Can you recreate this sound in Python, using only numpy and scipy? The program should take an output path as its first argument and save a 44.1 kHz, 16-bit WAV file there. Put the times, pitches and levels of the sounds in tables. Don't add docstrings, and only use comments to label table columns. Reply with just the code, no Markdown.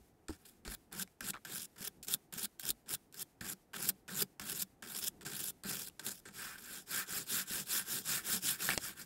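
import sys
import numpy as np
from scipy import signal
from scipy.fft import rfft, irfft
from scipy.io import wavfile
from scipy.ndimage import uniform_filter1d

SR = 44100
rng = np.random.default_rng(int(sys.argv[2]) if len(sys.argv) > 2 else 0)


def volts_from_decibels(level):
    exponent = np.asarray(level, float) / 20
    return 10 ** exponent


def master(y):
    cut = np.clip(np.atleast_2d(y).T, -1, 1)
    pcm = np.round(cut * 32767)
    wavfile.write(sys.argv[1], SR, pcm.astype(np.int16))


N = 399105
TIME = np.arange(N) / SR

# pitch_hz, width_hz, level_db
BRISTLE_MODES = [(2487, 470, -10.5), (3500, 680, -2.5), (4530, 970, -3), (5225, 660, 0), (7316, 875, -0.5),
                 (8730, 1000, -3)]
TIP_MODES = [(9340, 1410, -2.5), (11220, 1200, 0.5), (12430, 1000, 1), (16000, 950, -2)]
BOARD_MODES = [(1308, 526, -7.5), (1400, 92, 2.5), (1594, 93, -0.5), (1808, 121, -1), (2300, 860, -11.5)]
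BENCH_MODES = [(86, 17, -14.5), (142, 26.5, -5.5), (187.3, 17.5, 3), (217.4, 56, -5), (399, 95, -8.5),
               (540, 48, -14), (777, 325, -18.5)]


def brush():
    times_s, peak_db, board_db = tufts()
    fast, slow = walk(260), walk(60)
    dab_flutter_db = 4.07 * fast + 1.0 * slow
    scrub_flutter_db = 1.5 * fast + 0.5 * slow
    shared = snaps(3000, 5.1, wet=0.45)
    bodies = [
        (BRISTLE_MODES, 0.66, peak_db - 15, 0.0024, 0.00067, 0.46, 1.66),
        (TIP_MODES, 0.71, peak_db - 15, 0.0012, 0.0013, 0.89, 1.58),
        (BOARD_MODES, 0.79, peak_db + board_db - 9, 0.00024, 0.00166, 0.41, 0.72),
        (BENCH_MODES, 0.34, peak_db - 47, 0.00046, 0.026, 0.15, 2.4)]
    out = np.zeros(N)
    for body, dab, scrub in zip(bodies, dabs(), scrubs()):
        modes, flutter, tuft_db, rise_s, fall_s, common, patchy_db = body
        rub = level(common * shared + snaps(5000, 3.6, wet=0.71))
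        drive = dab * volts_from_decibels(flutter * dab_flutter_db - 0.5)
        drive += scrub * volts_from_decibels(flutter * scrub_flutter_db)
        drive += bursts(times_s, tuft_db, rise_s, fall_s)
        out += ring(rub * drive, modes, patchy_db) / white_gain(modes)
    return out


# land_s, lift_s, first_hiss_db, last_hiss_db, pressure_db
DAB_STROKES = [(.45, .493, -60.5, -62, -11), (.65, .744, -59, -47.5, 6.5), (.914, 1.028, -60, -41, 4.5),
               (1.206, 1.303, -55.5, -42.5, 6.5), (1.449, 1.571, -54.5, -46.5, 3),
               (1.76, 1.876, -62, -42.5, 2.5), (2.07, 2.144, -50, -36.5, -6.5),
               (2.326, 2.452, -54, -40, -2), (2.626, 2.705, -57, -38, -2.5), (2.86, 2.95, -61, -41, 0),
               (3.126, 3.224, -70.5, -40.5, -3), (3.408, 3.529, -54.5, -45, 3.5),
               (3.733, 3.898, -52.5, -38, 0), (4.079, 4.226, -53, -39, 1.5), (4.396, 4.524, -53, -44, 2),
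               (4.823, 5.007, -52, -48, -0.5), (5.25, 5.502, -48.5, -44, -3.5),
               (5.635, 5.695, -56.5, -43, 9), (6.018, 6.06, -71, -45.5, 6)]
TAP_STROKES = [
    (.283, .36, -53, -64.5, 0.5),
    (2.028, 2.062, -58.5, -75, -13),
    (2.59, 2.614, -63, -56, -10),
    (5.209, 5.228, -57, -56, 2),
    (5.994, 6.012, -47.5, -61, -1),
    (6.254, 6.314, -50.5, -66, 3.5),
]
ONWARD_STROKES = [
    (1.336, 1.376, -65, -73, 22),
    (1.577, 1.654, -45.5, -54, -1.5),
    (4.53, 4.628, -50.5, -39, 1),
    (5.013, 5.079, -46.5, -42.5, 0),
    (5.701, 5.884, -40.5, -53, 2),
    (6.066, 6.196, -42.5, -65, 1),
    (6.578, 6.66, -54.5, -61, 4),
    (8.697, 8.742, -49, -49, 15),
]
# landing_db, lifting_db, touch_bump_db, pressure_share
DAB_BODIES = [(1, 0, -6, 0.16), (-3.5, 4, -12.5, 0.00026), (1.5, -12.5, -8, 0.74), (1, -11, -18.5, 0.67)]
TAP_BODIES = [(2.5, 0, -8, -0.64), (-9, -4.5, -5, -1.1), (-3, -7, 3.5, 0.43), (-6.5, 0, -22, 1)]
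ONWARD_BODIES = [(0, 1, -21, -0.13), (-1, 4.5, -22, -0.45), (-7.5, -15.5, -20, 1), (-6.5, -13, -20, 0.44)]


def dabs():
    return (drag_levels(DAB_STROKES, DAB_BODIES) + drag_levels(TAP_STROKES, TAP_BODIES)
            + drag_levels(ONWARD_STROKES, ONWARD_BODIES))


def drag_levels(strokes, bodies):
    touch_s, drag_bend, colour_bend = 0.0027, 0.17, 0.75
    release_s = 0.0055
    out = np.zeros((4, N))
    landing_db, lifting_db, bump_db, share = np.transpose(bodies)[:, :, None]
    for land_s, lift_s, first_db, last_db, pressure_db in strokes:
        on = slice(int(land_s * SR), int((lift_s + release_s) * SR))
        since_s = TIME[on] - land_s
        way = np.clip(since_s / (lift_s - land_s), 0, 1)
        hiss = volts_from_decibels(first_db * drag_bend) * (1 - way) + volts_from_decibels(last_db * drag_bend) * way
        hiss = hiss ** (1 / drag_bend)
        above_db = landing_db + (lifting_db - landing_db) * way ** colour_bend + share * pressure_db
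        touch = 1 + volts_from_decibels(bump_db) * np.exp(-since_s / touch_s)
        out[:, on] += hiss * volts_from_decibels(above_db) * touch
    return out


# start_s, length_s, fastest_at (share 0-1), hiss_db, pressure_db
SCRUB_STROKES = [(0.377, .21, 0.2, -68, 1), (6.308, 0.3, 0.38, -47, 7.5), (6.6, 0.25, 0.6, -50, 2.5),
                 (6.858, .2, 0.56, -39, 4.5), (7.05, 0.21, 0.53, -41.5, 1), (7.253, 0.2, 0.55, -36, -0.5),
                 (7.443, 0.21, .62, -40, -1), (7.648, 0.2, 0.53, -36, -1), (7.834, 0.2, 0.57, -40.5, -1),
                 (8.027, 0.2, 0.51, -35.5, 1), (8.215, 0.19, 0.61, -37, -1),
                 (8.401, 0.18, 0.48, -35.5, -2.5), (8.568, 0.24, 0.35, -40, 0.5),
                 (8.787, 0.17, 0.39, -44.5, 3.5), (8.947, 0.11, 0.53, -51, 5.5)]
# full_speed_db, change_along_pull_db, push_to_pull_db, growth (power of speed), pressure_share
SCRUB_BODIES = [(-0.5, -2.5, -0.5, 1.71, -0.084), (.5, -0.5, -0.5, 1.84, -0.3), (-7.5, 9.5, 0, 1.62, 0.81),
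                (-13, -4, -2.5, 1.3, 0.48)]


def scrubs():
    out = np.zeros((4, N))
    full_db, along_db, pull_db, growth, share = np.transpose(SCRUB_BODIES)[:, :, None]
    for k, (start_s, length_s, fastest, hiss_db, pressure_db) in enumerate(SCRUB_STROKES):
        on = slice(int(start_s * SR), int((start_s + length_s) * SR))
        way = np.interp((TIME[on] - start_s) / length_s, [0, fastest, 1], [0, 0.5, 1])
        speed = 0.077 + np.sin(np.pi * way)
        direction = -(-1) ** k
        above_db = full_db + direction * (pull_db + along_db * (way - 0.5)) + share * pressure_db
        out[:, on] += volts_from_decibels(hiss_db + above_db) * speed ** growth
    return out


# start_s, peak_db, board_ring_db (above the peak)
TUFT_LANDINGS = [(.652, -47, -12), (.9138, -51, 2), (1.2066, -28, -3), (1.4501, -34.5, -12),
                 (1.7489, -59, -19), (2.028, -44, -35), (2.07, -35, -31), (2.3241, -32, -19),
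                 (2.5956, -23, -13), (2.6329, -29, -30), (2.872, -49, -18), (3.125, -37, -31),
                 (3.4095, -28.5, -7), (3.7334, -46.5, 4), (3.7402, -35, 9.5), (4.0858, -44, 15),
                 (4.396, -27, -3.5), (4.823, -34.5, 2), (5.2096, -42, -12), (5.6356, -23.5, -25),
                 (5.9946, -31, -10), (6.2533, -45, 0), (6.286, -38.5, 6)]
# start_s, peak_db
TUFT_CATCHES = [(0.927, -32), (1.482, -49), (1.5562, -20.5), (1.598, -32), (1.7893, -46), (1.806, -29),
                (2.0462, -35), (2.0827, -18), (2.3375, -22), (2.392, -32), (2.6526, -22), (2.8914, -28),
                (2.905, -21.5), (3.1426, -30), (3.749, -40), (3.822, -25), (4.17, -28), (4.4972, -22.5),
                (4.518, -19.5), (4.948, -23), (4.965, -20.5), (5.039, -27), (6.0642, -18.5),
                (6.0847, -24.5)]
# start_s, peak_db
TUFT_FLICKS = [(1.0077, -28), (1.023, -27), (1.2863, -19.5), (1.304, -20.5), (1.8736, -24), (2.1384, -8.5),
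               (2.6886, -16), (2.7034, -12.5), (2.9478, -20.5), (3.1946, -33), (3.8891, -11.5),
               (3.893, -15), (3.896, -16), (4.202, -28), (4.2194, -11), (4.223, -15)]


def tufts():
    catches = [(*catch, -16) for catch in TUFT_CATCHES]
    flicks = [(*flick, -24.5) for flick in TUFT_FLICKS]
    return np.transpose([*TUFT_LANDINGS, *catches, *flicks])


def bursts(times_s, peaks_db, rise_s, fall_s):
    spikes = np.zeros(N)
    spikes[(times_s * SR).astype(int)] = volts_from_decibels(peaks_db)
    t = TIME[:SR // 10]
    shape = np.exp(-t / fall_s) * (1 - np.exp(-t / rise_s))
    return signal.fftconvolve(spikes, shape / shape.max())[:N]


def snaps(per_s, spread_db, wet):
    slips = rng.random(N) < per_s / SR
    sizes = volts_from_decibels(spread_db * np.minimum(rng.exponential(size=N), 4))
    signs = np.sign(rng.standard_normal(N))
    return level(level(slips * sizes * signs) + wet * rng.standard_normal(N))


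def ring(x, modes, patchy_db):
    out = np.zeros(N)
    for k, (hz, width_hz, db) in enumerate(modes):
        b, a = signal.iirpeak(hz, hz / width_hz, SR)
        fed = x * volts_from_decibels(patchy_db * walk(45))
        out += (-1) ** k * volts_from_decibels(db) * signal.lfilter(b, a, fed)
    return out


def white_gain(modes):
    _, width_hz, db = np.transpose(modes)
    return np.sqrt(np.sum(volts_from_decibels(db) ** 2 * np.pi * width_hz / SR))


def walk(rate_hz):
    place = TIME * rate_hz
    step = place.astype(int)
    ramp = 0.5 - 0.5 * np.cos(np.pi * (place - step))
    levels = rng.standard_normal(step[-1] + 2)
    return (levels[step] * (1 - ramp) + levels[step + 1] * ramp) / np.sqrt(0.75)


def level(x, db=0):
    return x * volts_from_decibels(db) / np.sqrt(np.mean(x ** 2))


# start_s, peak_db, pitch_hz, crack_db (above the ring)
HANDLE_KNOCKS = [(0.678, -43.5, 1560, 16), (1.076, -55.5, 2200, 8), (1.3352, -39.5, 2300, -14),
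                 (1.340, -43, 2600, -21), (1.343, -37, 1240, -16), (1.346, -42, 1170, -20),
                 (1.352, -39.5, 1350, -16), (1.358, -38, 1220, -24), (1.366, -42, 1780, -18),
                 (1.373, -43, 1210, -24), (5.898, -51.5, 2900, 6), (8.608, -34, 2680, -12),
                 (8.69, -18.5, 1760, -21), (8.696, -33, 770, -20), (8.704, -23, 2300, 0),
                 (8.712, -27, 2700, -10), (8.72, -28, 1770, -21), (8.728, -32, 2530, -11),
                 (8.735, -33, 2300, -11), (8.759, -41, 2850, -10), (8.777, -26.5, 2800, 10.5),
                 (8.777, -37, 600, -30)]
# start_s, peak_db, pitch_hz
HEAD_THUMPS = [(.01, -62, 69.6), (.294, -33.5, 348), (.296, -38.5, 83.5), (.306, -36, 297),
               (0.679, -43.5, 48.3), (1.222, -57, 50), (2.692, -53, 48.5), (3.42, -58, 44.7),
               (4.409, -59, 58.7), (5.649, -58, 45.2), (.935, -44, 404), (.953, -45, 383),
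               (1.809, -45.5, 190), (2.365, -45, 215), (2.914, -46.5, 184), (2.939, -46, 181),
               (3.413, -41.5, 183), (4.53, -42, 418), (.3, -47, 520), (6.72, -52, 215), (7.125, -45, 206),
               (7.165, -45, 217), (7.51, -42, 210), (7.55, -45, 200), (7.9, -49, 190), (8.3, -45, 200),
               (8.335, -45, 215), (8.735, -42, 520)]


def knocks():
    hits = [(start_s, db, hz, 11 / hz, -29) for start_s, db, hz in HEAD_THUMPS]
    hits += [(start_s, db, hz, 0.012, crack_db) for start_s, db, hz, crack_db in HANDLE_KNOCKS]
    t = TIME[:SR // 10]
    out = np.zeros(N + len(t))
    for start_s, db, hz, t60_s, crack_db in hits:
        ratios = 1.01 + 2.08 * rng.random((3, 1))
        decay = np.exp(-np.log(1000) * t / t60_s)
        overtones = np.sin(2 * np.pi * ratios * hz * t).sum(axis=0)
        tone = decay * np.sin(2 * np.pi * hz * t) + 0.22 * decay ** 2 * overtones
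        grit = uniform_filter1d(rng.standard_normal(len(t)), size=3)
        crack = volts_from_decibels(crack_db) * grit * np.exp(-t / 0.00088)
        out[int(start_s * SR):][:len(t)] += volts_from_decibels(db) * (tone + crack)
    return out[:N]


def room(x, t60_s, wet_db, dull):
    t = TIME[:SR // 2]
    tail = rng.standard_normal(len(t)) * np.exp(-np.log(1000) * t / t60_s)
    tail *= t > 0.004
    tail = signal.lfilter([1], [1, -min(dull, 0.95)], tail)
    return volts_from_decibels(wet_db) * signal.fftconvolve(x, tail / np.linalg.norm(tail))[:N]


# pitch_hz, level_db (per Hz)
HUM_SPECTRUM = [(15, -62), (25, -1.5), (180, 0), (354, -1.5), (624, -12.5), (734, -8), (1040, -17.5),
                (1440, -18), (2050, -19), (3340, -23), (8830, -22), (12200, -21.5), (16000, -27.5)]


def hum():
    hz = np.arange(N // 2 + 1) * SR / N + 1
    spectrum_hz, spectrum_db = np.transpose(HUM_SPECTRUM)
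    colour = volts_from_decibels(np.interp(np.log(hz), np.log(spectrum_hz), spectrum_db))
    noise = level(irfft(colour * rfft(rng.standard_normal(N)), N), -67)
    low = signal.sosfilt(signal.butter(1, 600, fs=SR, output="sos"), noise)
    return noise + low * (volts_from_decibels(2.8 * walk(6)) - 1)


def scene():
    dry = brush() + knocks()
    mono = dry + room(dry, t60_s=0.049, wet_db=-16.5, dull=0.58) + hum()
    return np.array([mono, mono])


def gate(x, open_db, hold_s, fade_s, depth_db):
    high = signal.sosfilt(signal.butter(2, 900, "high", fs=SR, output="sos"), x[0])
    power = uniform_filter1d(np.diff(high, prepend=0) ** 2, size=128)
    loud = power > volts_from_decibels(open_db) ** 2
    quiet_s = TIME - np.maximum.accumulate(TIME * loud)
    closed = np.clip((quiet_s - hold_s) / fade_s, 0, 1)
    return x + high * (volts_from_decibels(depth_db * closed) - 1)


def roll_off(x):
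    return signal.sosfilt(signal.butter(12, 17100, fs=SR, output="sos"), x)


def record(dry):
    gated = gate(dry, open_db=-54, hold_s=0.085, fade_s=0.045, depth_db=-9)
    band_limit = signal.ellip(10, 0.3, 60, 15720, fs=SR, output="sos")
    return roll_off(signal.sosfilt(band_limit, gated))


dry = scene()
out = record(dry)
master(out)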